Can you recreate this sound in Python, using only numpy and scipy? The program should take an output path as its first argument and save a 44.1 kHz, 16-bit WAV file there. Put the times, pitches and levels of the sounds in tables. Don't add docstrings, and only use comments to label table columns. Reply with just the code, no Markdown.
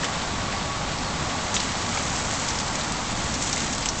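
import sys
import numpy as np
from scipy import signal
from scipy.fft import rfft, irfft
from scipy.io import wavfile

SR = 44100
rng = np.random.default_rng(int(sys.argv[2]) if len(sys.argv) > 2 else 0)


def gain_from_db(level_db):
    decades = np.asarray(level_db, float) / 20
    return 10 ** decades


def generate_wav(sig):
    pcm = np.round(np.clip(np.atleast_2d(sig).T, -1, 1) * 32767).astype(np.int16)
    wavfile.write(sys.argv[1], SR, pcm)


N = 176400
TIME_S = np.arange(N) / SR


def rms_one(x):
    return x / np.sqrt(np.mean(x ** 2) + 1e-20)


def level(rows):
    return gain_from_db(np.interp(TIME_S, *np.transpose(rows)))


def colour(x, points):
    hz, db = np.transpose(points)
    bins_hz = np.arange(N // 2 + 1) * SR / N
    gain = gain_from_db(np.interp(np.log(bins_hz + 1), np.log(hz), db))
    return rms_one(irfft(rfft(x) * gain, N))


def drift(rate_hz):
    r = np.exp(-80 * np.pi * rate_hz / SR)
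    noise = rng.standard_normal(N // 40 + 2002)
    slow = signal.lfilter([1], [1, -2 * r, r * r], noise)[2000:]
    slow = rms_one(slow - slow.mean())
    return np.interp(np.arange(N) / 40, np.arange(len(slow)), slow)


def resonate(x, hz, width_hz):
    r = np.exp(-np.pi * width_hz / SR)
    w = 2 * np.pi * hz / SR
    return signal.lfilter([0, np.sin(w)], [1, -2 * r * np.cos(w), r * r], x + 1e-18)


def grains(per_s, spread_db, low_hz, high_hz, cycles):
    sizes_db = spread_db * np.minimum(rng.exponential(1, N), 5)
    sizes = gain_from_db(sizes_db) * rng.choice([-1, 1], N)
    clicks = sizes * (rng.random(N) < per_s / SR)
    pitch_index = rng.integers(0, 16, N)
    total = np.zeros(N)
    for k, hz in enumerate(np.geomspace(low_hz, high_hz, 16)):
        total += hz * resonate(clicks * (pitch_index == k), hz, 2.86 * hz / cycles)
    return rms_one(total)


def rumble():
    # f/Hz, level per Hz/dB
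    spectrum = [(8, -23.5), (20, -2.5), (65, 0), (200, 0), (300, -3), (390, -11.5), (600, -25), (2000, -69)]
    return gain_from_db(-35 + .5 * drift(6)) * colour(rng.standard_normal(N), spectrum)


def roar():
    # f/Hz, level per Hz/dB
    spectrum = [(150, -39.5), (390, -8), (600, -2.5), (850, 0), (1100, -3), (1400, -5), (1750, -12.5),
                (2500, -15), (5000, -13.5)]
    # t/s, level/dB
    swell = [(0.0, -30), (0.59, -31), (1.14, -30), (2.91, -30.5), (4.0, -32.5)]
    return level(swell) * gain_from_db(0.27 * drift(15)) * colour(rng.standard_normal(N), spectrum)


def snaps_and_hiss(clump, low_hz, high_hz):
    snaps_per_s, spread_db, cycles = 2500, 2, 2.3
    snap_share = 0.48
    snaps = grains(snaps_per_s * clump ** 2, spread_db, low_hz, high_hz, cycles)
    return np.sqrt(snap_share) * snaps + np.sqrt(1 - snap_share) * rng.standard_normal(N)


def crackle(clump):
    # f/Hz, level per Hz/dB
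    spectrum = [(500, -27), (1400, -2.5), (2000, 0), (2600, -3), (4200, -3), (5800, -8.5), (7400, -8.5),
                (8200, -14), (9500, -10)]
    # t/s, level/dB
    swell = [(0.0, -33.5), (1.07, -35.5), (1.63, -33), (2.49, -34.5), (2.93, -34.5), (3.59, -34.5),
             (4.0, -36)]
    return clump * level(swell) * colour(snaps_and_hiss(clump, 1000, 10000), spectrum)


def sizzle(clump):
    # t/s, level/dB
    swell = [(0.0, -44), (0.1, -51.5), (1.07, -49.5), (1.31, -42.5), (1.64, -38), (2.38, -33.5),
             (2.96, -41.5), (3.22, -37.5), (3.52, -32), (3.71, -35.5), (3.93, -38), (4.0, -36.5)]
    centre_hz, stage_width_hz = 7220, 3960
    ticks_per_s, tick_spread_db, tick_db = 120, 3.5, -7
    body = resonate(snaps_and_hiss(clump, 5000, 11000), centre_hz, stage_width_hz)
    body = rms_one(resonate(body, centre_hz, stage_width_hz))
    ticks = gain_from_db(tick_db) * grains(ticks_per_s, tick_spread_db, 7400, 9500, 9.4)
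    return clump * level(swell) * gain_from_db(1.4 * drift(56)) * (body + ticks)


def hum():
    centre_hz, stage_width_hz = 1133.3, 44
    start_db, fade_db_per_s = -40.5, 2.1
    tone = resonate(rng.standard_normal(N), centre_hz, stage_width_hz)
    tone = rms_one(resonate(tone, centre_hz, stage_width_hz))
    return gain_from_db(start_db - fade_db_per_s * TIME_S) * tone


def small_pops():
    per_s, base_db, spread_db, mean_length_s = 60, -39.5, 1, .0015
    draw = rng.random((int(per_s * N / SR), 4))
    start_s = draw[:, 0] * N / SR
    rms_db = base_db - spread_db * np.log(draw[:, 1] + .02)
    ring_hz = 8800 - 6000 * draw[:, 2] ** 2
    length_s = mean_length_s * (.5 + draw[:, 3])
    broad_db = np.full(len(draw), -3)
    return np.c_[start_s, rms_db, ring_hz, length_s, broad_db]


def pop(rms_db, ring_hz, length_s, broad_db):
    clicks_per_s, first_click, cycles = 11000, 2.5, 10.4
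    sag_db, tail_db, tail_t60_s = -6, -11, 0.062
    t = np.arange(3000) / SR
    after_s = t - length_s
    clicks = rng.standard_normal(len(t)) * (rng.random(len(t)) < clicks_per_s / SR)
    clicks = clicks + first_click * (t == 0)
    tail = tail_db - 60 * after_s / tail_t60_s
    clicks = clicks * gain_from_db(np.where(after_s < 0, sag_db * t / length_s, tail))
    tone = resonate(np.diff(clicks, prepend=0), ring_hz, 1.75 * ring_hz / cycles)
    band = signal.butter(1, [0.48 * ring_hz, 12000], "band", fs=SR, output="sos")
    broad = signal.sosfilt(band, clicks)
    burst = tone / np.std(tone) + gain_from_db(broad_db) * broad / np.std(broad)
    volley_rms = np.sqrt(np.mean(burst[after_s < 0] ** 2))
    return gain_from_db(rms_db) * burst / volley_rms


def pops():
    # start t/s, volley rms level/dB, ring f/Hz, volley length/s, broad part re tone/dB
    stems = [(.033, -28, 1800, .013, 4), (.044, -25, 3200, .009, 9), (.986, -30.5, 4850, .003, -9),
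             (1.303, -28.5, 2200, .003, -3), (1.5425, -23.5, 6840, 0.02, 3.5),
             (1.5655, -20.5, 3610, 0.005, -2), (1.572, -29, 5000, .012, 6), (1.602, -24, 4970, 0.0062, 4.5),
             (1.628, -26.5, 6670, 0.0023, 4.5), (1.891, -30, 4620, 0.0023, 6.5),
             (1.948, -28, 7200, .002, -3.5), (1.953, -30.5, 1300, .014, -3), (1.963, -29, 7630, 0.0018, -4),
             (1.974, -26.5, 2190, 0.0053, -5), (1.975, -29, 900, 0.0055, -4.5),
             (1.988, -28.5, 7500, 0.0025, 4), (2.025, -30.5, 7400, .002, -4.5),
             (2.312, -25, 7170, .002, -3.5), (2.447, -30.5, 5520, .003, 12),
             (2.486, -26.5, 5600, 0.012, 5.5), (2.504, -28, 6180, .007, 1.5),
             (2.588, -27.5, 6240, 0.0051, -1.5), (2.600, -27, 6880, 0.0084, 4.5),
             (2.756, -24, 6260, .002, -1), (2.812, -25.5, 4020, 0.0022, 3.5),
             (2.922, -22, 7760, 0.0016, -4.5), (3.11, -28, 7500, .003, 0), (3.341, -26.5, 6000, .005, 1.5),
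             (3.351, -26.5, 6500, 0.0024, 2.5), (3.413, -27.5, 6940, 0.0025, -3.5),
             (3.4235, -21.5, 8100, 0.0049, -3), (3.5265, -25, 7520, 0.0018, -3.5),
             (3.5298, -17, 5640, .0015, -6.5), (3.562, -23.5, 6860, 0.0023, -3.5),
             (3.570, -28, 2080, .004, -8), (3.577, -28.5, 4080, .008, 7), (3.604, -26.5, 6480, .004, 4),
             (3.728, -28, 6620, 0.012, 3), (3.750, -27.5, 6240, .002, -22), (3.781, -25.5, 8100, .003, 4.5),
             (3.825, -31.5, 4940, .012, 0.5), (3.858, -17.5, 7940, .002, -8),
             (3.858, -22, 3100, 0.0018, -10.5), (3.888, -17.5, 5850, 0.0023, -5),
             (3.988, -26.5, 6600, .002, -16.5)]
    out = np.zeros(N + SR)
    for start_s, *settings in [*stems, *small_pops()]:
        burst = pop(*settings)
        start = int(start_s * SR)
        out[start:start + len(burst)] += burst
    return out[:N]


def chip():
    start_s, length_s = 1.042, .05
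    from_hz, to_hz, mean_db = 4800, 4280, -39
    u = np.clip((TIME_S - start_s) / length_s, 0, 1)
    hz = to_hz + (from_hz - to_hz) * (1 - u) ** 2.5
    envelope = np.sqrt(np.sin(np.pi * u) + 1e-12)
    return gain_from_db(mean_db + 3 * drift(60)) * envelope * np.sin(2 * np.pi * np.cumsum(hz) / SR)


def scene():
    clump = gain_from_db(.6 * drift(60) + .3 * drift(12))
    mix = rumble() + roar() + crackle(clump) + sizzle(clump) + hum() + pops() + chip()
    return mix[None]


def roll_off(x):
    return signal.sosfilt(signal.butter(12, 9290, fs=SR, output="sos"), x)


def record(dry):
    # f/Hz, level/dB
    response = [(20, 2.5), (7500, 0), (8000, -3.5), (8500, -13), (8800, -24.5), (9100, -41.5), (9400, -74),
                (22050, -90)]
    ceiling, offset = .7, -.0024
    rounded = ceiling * np.tanh(dry[0] / ceiling)
    mix = colour(rounded, response) * np.std(dry) + offset
    return roll_off(mix[None])


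dry = scene()
out = record(dry)
generate_wav(out)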